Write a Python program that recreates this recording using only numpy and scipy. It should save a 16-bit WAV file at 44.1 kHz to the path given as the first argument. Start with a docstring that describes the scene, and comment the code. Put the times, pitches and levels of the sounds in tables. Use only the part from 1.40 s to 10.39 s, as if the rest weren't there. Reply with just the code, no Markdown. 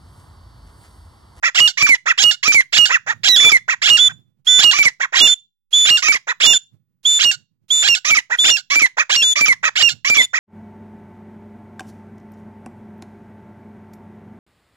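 """Two partridges in a garden

Two caged partridges call against each other. The nearer one repeats a chuk, a squawk and a falling
pair of whistles, as its voice box flips between an uneven low rasp and a pure tone. The other cuts
in with level piping notes. Cage and leaves echo faintly over a low outdoor rumble, and the loudest
calls distort slightly in the microphone."""
import sys
import numpy as np
from scipy import signal
from scipy.fft import rfft, irfft, next_fast_len
from scipy.io import wavfile
from scipy.ndimage import uniform_filter1d, map_coordinates

SR = 44100
rng = np.random.default_rng(int(sys.argv[2]) if len(sys.argv) > 2 else 0)


def digitize_waveform(pressure):
    """Quantize a signal to 16-bit integers and store it at the path in sys.argv[1].

    Rows of a 2-D input are taken as channels; values are limited to [-1, 1].
    """
    field = np.atleast_2d(pressure).T
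    bounded = np.clip(field, -1, 1)
    quanta = np.round(bounded * 32767).astype(np.int16)
    wavfile.write(sys.argv[1], SR, quanta)


N = 396459
TOP_HZ = 15850  # the highest frequency kept
PITCH_DRIFT = .0066  # slow wander of the near bird's whistles, as a share of the pitch

# Hiss around the near bird's whistles, with low microphone rumble. Each row: frequency in Hz, level in dB.
WHISTLE_NOISE = [(30, -22), (150, -0.5), (700, -7.5), (1600, -6.5), (4000, -8.5), (7500, -2), (9000, -29.5),
                 (15000, -24.5)]
# The rasp around a whistle pair and at the end of a squawk. Each harmonic's level in dB, lowest first.
RASP_HARMONICS = [-10, -2.5, -12.5, 0.5, -6.5, -2.5, -12.5, -1, -11.5, -6.5]


def amp(db):
    """Turn decibels into a gain."""
    return 10 ** (np.asarray(db) / 20)


def unit(x):
    """Scale a signal to an average power of 1."""
    return x / np.sqrt(np.mean(x ** 2) + 1e-20)


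def along(points, hz):
    """Read between rows of frequency and value, on a log frequency scale."""
    freqs, values = np.transpose(points)
    return np.interp(np.log(hz + 1), np.log(freqs + 1), values)


def filtered(x, response):
    """Multiply each frequency in x by response(hz)."""
    n = x.shape[-1]
    size = next_fast_len(n + 2048)
    return irfft(rfft(x, size) * response(np.fft.rfftfreq(size, 1 / SR)), size)[..., :n]


def coloured(x, spectrum):
    """Shape x by rows of Hz and dB, then scale it to power 1."""
    return unit(filtered(x, lambda hz: amp(along(spectrum, hz))))


def wobble(n, rate):
    """A smooth curve of n samples through `rate` random points a second."""
    return map_coordinates(rng.standard_normal(int(n * rate / SR) + 4), [np.arange(n) * rate / SR])


def bump(x, middle, width):
    """A bell curve of height 1."""
    return np.exp(-((x - middle) / width) ** 2)


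def settle(t, ratio, time):
    """A pitch ratio that relaxes to 1; with t reversed, it bends the end of a note."""
    return 1 + (ratio - 1) * np.exp(-t / time)


def stretch(length, attack=.003, release=.001, slope_db=0, overlap=.003):
    """One soft-edged piece of a call: time t in seconds, progress u from 0 to 1, and gain."""
    t = np.arange(max(int((length + overlap) * SR), 256)) / SR
    u = t / t[-1]
    fade = np.sin(np.pi / 2 * np.clip(np.minimum(t / attack, t[::-1] / release), 0, 1))
    return t, u, fade * amp(slope_db * u)


def by_effort(effort, least, full):
    """Blend the values for a bird's least and full effort."""
    return least + effort * (full - least)


def add(track, start, sound):
    """Mix a sound into a track at `start` seconds."""
    i = max(int(start * SR), 0)
    track[..., i:i + sound.shape[-1]] += sound[..., :max(N - i, 0)]


def rumble():
    """Low outdoor noise and soft puffs of wind on the microphone, mostly on the right."""
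    # Puffs of wind. Each row: middle in seconds, half width in seconds, level in dB.
    wind_puffs = [(1.799, 0.11, -47), (2.248, 0.16, -65), (2.76, 0.13, -55), (5.35, 0.022, -54.5),
                  (6.0, 0.028, -47.5), (6.3, 0.052, -70), (8.24, .1, -58.5), (8.548, 0.046, -49)]
    # The rumble's tone. Each row: frequency in Hz, level in dB.
    rumble_spectrum = [(25, -52), (60, -24.5), (110, 2), (180, -3.5), (300, -19.5), (700, -35.5),
                       (3000, -44), (12000, -52)]
    t = np.arange(N) / SR
    floor = amp(-71.5 - 32 * bump(t, 4.22, .13))  # the level dips briefly
    wind = sum(amp(db) * bump(t, middle, width) for middle, width, db in wind_puffs)
    noise = coloured(rng.standard_normal((2, N)), rumble_spectrum)
    return noise * (floor + wind) * amp(4 * wobble(N, 25)) * amp([[-12], [4]])


def growl(near, far):
    """Where the two voices overlap, a rough low growl is heard beneath them."""
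    loudness = [np.sqrt(np.abs(uniform_filter1d((x ** 2).mean(0), size=256))) for x in (near, far)]
    spectrum = [(60, -18.5), (200, -3.5), (450, -4), (1000, -7), (1800, -22.5), (5000, -59)]
    noise = coloured(rng.standard_normal((2, N)), spectrum)
    return loudness[0] * loudness[1] * noise * amp([[-16], [-6]])


def echo(x, decay, delay):
    """Many blurred reflections. Each row of decay: frequency in Hz, seconds to fade by 60 dB."""
    hz, t, noise = signal.stft(rng.standard_normal((2, SR // 2)), SR, nperseg=256)
    tail = signal.istft(noise * amp(-60 * t / along(decay, hz)[:, None]), SR, nperseg=256)[1]
    tail = np.pad(tail / np.linalg.norm(tail[0]), ((0, 0), (int(delay * SR), 0)))
    return signal.fftconvolve(x, tail, axes=1)[:, :N]


def call_noise(n, spectrum):
    """Hiss around a whistle, with low microphone rumble, mostly on the right."""
    left, right = coloured(rng.standard_normal(n) + .2 * rng.standard_normal((2, n)), spectrum)
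    left = filtered(left, lambda hz: amp(along([(200, -17), (900, -9)], hz)))
    return np.array([left, amp(6) * right])


def whistle(pitch, overtones, ratio=.24, depth_db=-50, waver=.0012):
    """A nearly pure complex tone; a second vibration at `ratio` times its pitch adds side tones."""
    n = len(pitch)
    phase = 2 * np.pi * np.cumsum(pitch * (1 + waver * wobble(n, 320))) / SR
    upper = sum(amp(db + 3 * wobble(n, 200)) * np.exp(1j * k * phase) * (k * pitch < TOP_HZ)
                for k, db in enumerate(overtones, start=2))
    second = 2 * amp(depth_db) * np.cos(ratio * phase)
    # the overtones feel the second vibration far more than the main tone does
    return np.exp(1j * phase) * (1 + second) + upper * (1 + np.tanh(10 * second))


def panned(tone, pan_db, lead=0.):
    """Put a complex tone in stereo, the left side pan_db louder and `lead` radians ahead."""
    gain = unit(amp([[pan_db / 2], [-pan_db / 2]]))
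    return np.real(gain * np.exp(.5j * lead * np.array([[1], [-1]])) * tone)


def pipes():
    """The far bird scoops up to a level, slightly hissy whistle; overtones grow as the pitch settles."""
    # Piping notes. Each row: start and length in seconds, pitch in Hz, then left level, final right
    # level and octave level in dB, and reedy side tones in dB compared with the note.
    notes = [(1.958, .147, 3480, -13.5, -9.5, -22, -34.5), (2.586, 0.1, 3494, -13, -8.5, -22, -34),
             (3.068, .142, 3498, -14, -8.5, -18, -26), (3.803, 0.14, 3518, -14, -10.5, -19.5, -34.5),
             (4.328, 0.14, 3487, -12.5, -14, -19, -45.5), (5.03, 0.15, 3515, -14.5, -15.5, -17, -41.5),
             (5.651, .139, 3520, -13.5, -19, -17, -45), (6.303, .134, 3524, -15, -24.5, -16.5, -44.5),
             (6.985, .139, 3540, -12.7, -23.5, -20.5, -43), (7.818, .12, 3486, -12.5, -25, -19.5, -40.5),
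             (8.778, 0.08, 3543, -17.5, -29.5, -24.5, -40.5)]
    # The hiss around these notes. Each row: frequency in Hz, level in dB.
    hiss_spectrum = [(100, -11), (700, -11), (2000, -6.5), (3600, 2.5), (5000, -4.5), (7000, -1),
                     (8500, -12.5), (10500, -6), (15000, -26.5)]
    reed_ratio = .57  # pitch of the second vibration compared with the note
    out = np.zeros((2, N))
    for start, length, hz, left_db, right_db, octave_db, reed_db in notes:
        t, u, gain = stretch(length, attack=.01, release=.013, overlap=.0019)
        pitch = hz * settle(t, .89, .0073) * settle(t[::-1], .975, .004)
        tone = whistle(pitch, [], reed_ratio, reed_db)
        cycle = tone / abs(tone)
        upper = amp(octave_db) * cycle ** 2 + amp(-38.5) * cycle ** 3 + amp(-54.5) * cycle ** 4
        upper *= 1 - np.exp(-t / .013)
        # the second vibration also sounds by itself
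        tone += amp(reed_db) * np.exp(2j * np.pi * reed_ratio * np.cumsum(pitch) / SR)
        # the settling note slips into a dead spot on the right, where its phase lags too
        right_gain = amp(right_db + (-6.5 - right_db) * np.exp(-t / .06))
        right_lag = np.exp(-.12j * max(left_db - right_db, 0))
        sides = np.real([amp(left_db) * tone, right_gain * right_lag * tone])
        voice = np.sqrt(2) * (sides + panned(upper, -10))
        add(out, start, gain * (voice + amp(-34.5) * call_noise(len(t), hiss_spectrum)))
        smear = amp(np.linspace(-62, -41, SR // 50))  # a faint smear of hiss just before each note
        add(out, start - len(smear) / SR, smear * call_noise(len(smear), hiss_spectrum))
    return out


def place_near_bird(x):
    """Each frequency reaches left and right at its own level and phase; cage bars scatter a little."""
    # The path to the microphone. 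Each row: frequency in Hz, left minus right in dB, left lead in radians.
    stereo_path = [(316, -1.5, -1.1), (1150, -7.5, -1.45), (2680, -4, -2.5), (3370, -6, -1.5),
                   (4700, -11, -1.5), (5160, -15, -4.5), (7040, -12, -4.5), (10000, -12, -5.5),
                   (15000, 2, -4.5)]
    freqs, pan_db, lead = np.transpose(stereo_path)
    def response(hz):
        tilt = amp(along(np.c_[freqs, pan_db], hz) / 2)
        left = tilt * np.exp(.5j * along(np.c_[freqs, lead], hz))
        return np.array([left, 1 / left]) / np.sqrt((tilt ** 2 + tilt ** -2) / 2)
    direct = filtered(x, response)
    return direct + amp(-14) * echo(direct, [(1000, .02), (8000, .035)], delay=.001)


def rasp(pitch, harmonics, throat, jitter, noise_db):
    """The voice box beats unevenly, far below its whistle pitch, and air puffs out with the beats."""
    n = len(pitch)
    unsteady = 1 + .026 * wobble(n, 60) + .02 * wobble(n, 150) + jitter * wobble(n, 900)
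    phase = 2 * np.pi * np.cumsum(pitch * unsteady) / SR
    # each harmonic swells and fades by itself as the vibration shifts
    beats = sum(amp(db + 3.93 * wobble(n, 70)) * np.cos(k * phase + 2 * np.pi * rng.random())
                for k, db in enumerate(harmonics, start=1))
    puffs = rng.standard_normal(n) * (1 + np.cos(phase) ** 2) / 2
    puffs = filtered(puffs, lambda hz: .08 + (hz / np.hypot(hz, 3000)) ** 4)  # mostly treble
    flicker = amp(.2 * wobble(n, 150))
    shimmer = amp(2 * wobble(n, 700))
    return coloured(flicker * (unit(beats) * shimmer + amp(noise_db) * puffs), throat)


def chuks():
    """Short rasps that rise and fall, nearly all from the near bird; some clear into a whistle on their third
    harmonic. One faint chuk, at about 2.68 s, comes from the other bird."""
    # Chuks, the faint one at 2.678 s being the other bird's. Each row: start and length in seconds, top pitch
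    # in Hz, level in dB, gain of the whistle.
    calls = [(0.026, 0.074, 690, -12, 0.2), (.656, .072, 683.4, -13, 1.5), (1.49, .085, 677, -14, 1.8),
             (1.662, 0.074, 448.6, -18, 0.18), (2.279, 0.069, 649.7, -12, 0),
             (2.678, 0.048, 400, -31, 0.44), (3.597, 0.063, 577, -14.5, 1.1), (3.722, 0.058, 529, -14.5, 0),
             (4.869, .06, 500.6, -16, 0.79), (6.897, 0.068, 495, -16, 0.071), (7.568, .068, 609.7, -13, 0),
             (8.228, 0.068, 645.3, -11.5, 0.42), (8.931, 0.063, 642, -12.5, 0)]
    # The chuk's buzz. Each harmonic's level in dB, lowest first.
    harmonics = [-18.5, -4, -6.5, 1.5, -8.5, -9.5, -11, -3, -22.5, -10]
    # Throat and beak, half closed. Each row: frequency in Hz, gain in dB.
    throat = [(200, -26), (550, -14.5), (1150, -14), (1450, -6), (1900, -2.5), (2600, -7.5), (3100, -19),
              (3500, -13.5), (4200, -23.5), (6800, -12.5), (7700, -26), (8500, -55.5), (15000, -45.5)]
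    out = np.zeros(N)
    for start, length, hz, db, whistle_gain in calls:
        t, u, gain = stretch(length, attack=.033, release=.042)
        pitch = hz * (1 - 2.4 * (u - .55) ** 2)
        voice = rasp(pitch, harmonics, throat, jitter=.028, noise_db=7)
        tone = np.interp(u, [.5, .65], [0, whistle_gain]) * unit(whistle(3 * pitch, []).real)
        add(out, start, amp(db) * gain * (amp(.5) * voice + tone))
    return place_near_bird(out)


def whistle_pairs():
    """The near bird's voice flips twice from rasp to whistle, and the second whistle slides down."""
    # Pairs. Each row: start and second whistle's start in seconds, effort from 0 to 1,
    # rasp level and whistle level in dB.
    calls = [(0.372, 0.489, 0.8, -15, -8.5), (1.028, 1.144, 0.91, -15, -9), (1.995, 2.117, .7, -17, -8.5),
             (3.328, 3.453, 0.3, -16, -9), (4.621, 4.745, 0.03, -15, -9.5), (6.646, 6.769, 0.1, -15, -9.5),
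             (7.3, 7.418, 0.5, -15, -9.5), (7.955, 8.08, 0.6, -15.5, -10), (8.646, 8.768, .68, -15, -10)]
    # Throat and beak, partly open. Each row: frequency in Hz, gain in dB.
    throat = [(200, -35.5), (650, -22.5), (1200, -10.5), (1550, -6.5), (2000, 0), (2500, -5.5), (3200, -11),
              (4700, -15), (5600, -6.5), (6700, -7.5), (8700, -35), (15000, -40)]
    # The whistles' overtones from the octave up, in dB compared with the main tone.
    overtones = [-25.5, -23, -31.5, -31.5, -45]
    out, hiss = np.zeros(N), np.zeros((2, N))
    for start, slide_start, effort, rasp_db, db in calls:
        opening_s, slide_s = by_effort(effort, .063, .048), by_effort(effort, .012, .067)
        hz, bridge_s = by_effort(effort, 2294, 2370), .025
        whistle_start, whistle_end = start + opening_s, slide_start - bridge_s
        # rasps before, between and after the whistles; their pitch jumps at each flip
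        t, u, gain = stretch(opening_s, attack=.0087, slope_db=1)
        opening = start, gain, settle(t, .63, .007) * settle(t[::-1], 1.32, .0043)
        t, u, gain = stretch(bridge_s, slope_db=-.5)
        bridge = whistle_end, gain, settle(t, 1.7, .0038) * settle(t[::-1], 1.22, .00095)
        t, u, gain = stretch(.022, release=.031, slope_db=-10)
        closing = slide_start + slide_s, gain, .93 - .3 * u
        for at, gain, bend in opening, bridge, closing:
            voice = rasp(599 * bend, RASP_HARMONICS, throat, jitter=.026, noise_db=6)
            add(out, at, amp(rasp_db) * gain * voice)
        t, u, gain = stretch(whistle_end - whistle_start, release=.008, slope_db=1)
        held = whistle_start, t, gain * amp(.3), 1.004 - .015 * u
        t, u, gain = stretch(slide_s, release=.0021, slope_db=1.5)
        falter = amp(-12.5 * np.exp(-effort / .047))  # the slide is weak at low effort
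        sliding = slide_start, t, gain * falter, 1.045 - .2 * u ** .63
        for at, t, gain, bend in held, sliding:
            pitch = hz * bend * (1 + PITCH_DRIFT * wobble(len(t), 90))
            add(out, at, np.sqrt(2) * amp(db) * gain * whistle(pitch, overtones, waver=.0037).real)
            roughness = amp(-30) + amp(-10) * np.exp(-t / .0075)
            add(hiss, at, amp(db) * gain * roughness * call_noise(len(t), WHISTLE_NOISE))
    return place_near_bird(out) + hiss


def squawks():
    """The near bird's harsh rise locks into a loud whistle, which sags and collapses into a rasp."""
    # Squawks. Each row: start and whistle's start in seconds, effort from 0 to 1, then the whistle's
    # pitch in Hz, level in dB and left minus right in dB.
    calls = [(.145, 0.203, .95, 2876, -8, -6.5), (0.775, 0.838, 1, 2868, -8.5, -8),
             (1.323, 1.384, .85, 2868, -7.5, -10), (1.833, 1.888, 0.99, 3913, -9.5, -7.5),
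             (2.416, 2.5, .7, 2855, -7.5, -6.5), (3.183, 3.242, 0.7, 2850, -7.5, -7.5),
             (3.748, 3.802, 0.7, 2852, -10, -7), (4.449, 4.502, 0.7, 2838, -9.5, -3),
             (5.0, 5.066, 0.4, 2840, -11, -11.5), (5.789, 5.845, .5, 2840, -11, -5),
             (6.423, 6.486, .1, 2796, -10.5, -7), (7.036, 7.104, 0.1, 2815, -14, -10),
             (7.693, 7.762, 0.2, 2795, -14.5, -1), (8.354, 8.425, 0.2, 2814, -9, -11.5)]
    # The opening rasp. Each harmonic's level in dB, lowest first.
    harmonics = [-3.5, 1, 1.5, 6.5, 3, -11.5, -7.5, 2.5, -9, -14]
    # Throat and beak, wide open. Each row: frequency in Hz, gain in dB.
    throat = [(200, -22), (700, -18.5), (1250, -12), (1800, -5), (2700, -7), (3400, -4), (4500, -6.5),
              (5400, -6.5), (6000, -13.5), (7300, -5), (8800, -34.5), (15000, -36.5)]
    # The whistle's overtones from the third harmonic up, in dB compared with the main tone.
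    overtones = [-28, -38.5, -35.5]
    rasps, tones = np.zeros(N), np.zeros((2, N))
    for start, whistle_start, effort, hz, db, pan_db in calls:
        hold_s, sag = by_effort(effort, .062, .072), by_effort(effort, .042, .01)
        octave_db, rasp_db = by_effort(effort, -20, -32.5), by_effort(effort, -15.5, -14)
        # the second vibration runs free at high effort; otherwise it locks to half the pitch
        reed_ratio, reed_db = (.558, -30) if effort > .65 else (.5, -37)
        if hz > 3500:  # the voice jumps to its upper register
            reed_ratio, reed_db, sag, octave_db = .5, -16, .045, -43
        # the opening rasp rises, and catches briefly before it locks
        t, u, gain = stretch(whistle_start - start, attack=.013, slope_db=4.5)
        catch = 1 - .3 * bump(u, .74 + .05 * wobble(len(t), 120), .098)
        pitch = 842 * settle(u, .37, .2) * settle(u[::-1], 1.5, .1) * catch
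        voice = rasp(pitch, harmonics, throat, jitter=.022, noise_db=4.5)
        add(rasps, start, amp(rasp_db) * gain * voice)
        # the closing rasp
        t, u, gain = stretch(.047, attack=.0032, release=.017, slope_db=-21.5)
        voice = rasp(728 * settle(t, 1.4, .005), RASP_HARMONICS, throat, jitter=.022, noise_db=8)
        add(rasps, whistle_start + hold_s, amp(db - 3) * gain * voice)
        # the whistle between them
        t, u, gain = stretch(hold_s, release=.011, slope_db=-.8)
        droop = (1 + sag * (.42 - u)) * settle(t[::-1], 1 - 4.7 * sag, .0037)
        pitch = hz * droop * (1 + PITCH_DRIFT / 2 * wobble(len(t), 60))
        tone = whistle(pitch, [octave_db - db] + overtones, reed_ratio, reed_db)
        tone = np.sqrt(2) * panned(tone, pan_db, lead=.62)
        roughness = amp(-51) + amp(-15) * np.exp(-t / .019)  # dies away as the tone locks
        hiss = roughness * call_noise(len(t), WHISTLE_NOISE)
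        add(tones, whistle_start, amp(db) * gain * (tone + hiss))
    return place_near_bird(rasps) + tones


def scene():
    """Both birds, the quick echo of the cage and the longer one of the garden, over the rumble."""
    # The echo from leaves. Each row: frequency in Hz, seconds to fade by 60 dB.
    leaf_decay = [(300, .25), (1500, 0.18), (2500, 0.18), (3600, 0.27), (7000, 0.21), (14000, 0.11)]
    near, far = chuks() + squawks() + whistle_pairs(), pipes()
    birds = near + far
    cage = amp(-24) * echo(birds, [(1000, .13), (8000, .17)], delay=.003)
    garden = amp(-31.5) * echo(birds, leaf_decay, delay=.023)
    return birds + cage + garden + growl(near, far) + rumble()


def record(dry):
    """Loud calls overload the microphone: difference tones fall into the bass and peaks round off."""
    bass = filtered(dry ** 2, lambda hz: hz / np.hypot(hz, 45) / (1 + (hz / 450) ** 2))
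    bent = dry + amp([[-36], [-22]]) * bass
    rounded = bent / (1 + np.abs(bent / .98) ** 6) ** (1 / 6)
    return filtered(rounded, lambda hz: hz < TOP_HZ)


dry = scene()
out = record(dry)
digitize_waveform(out)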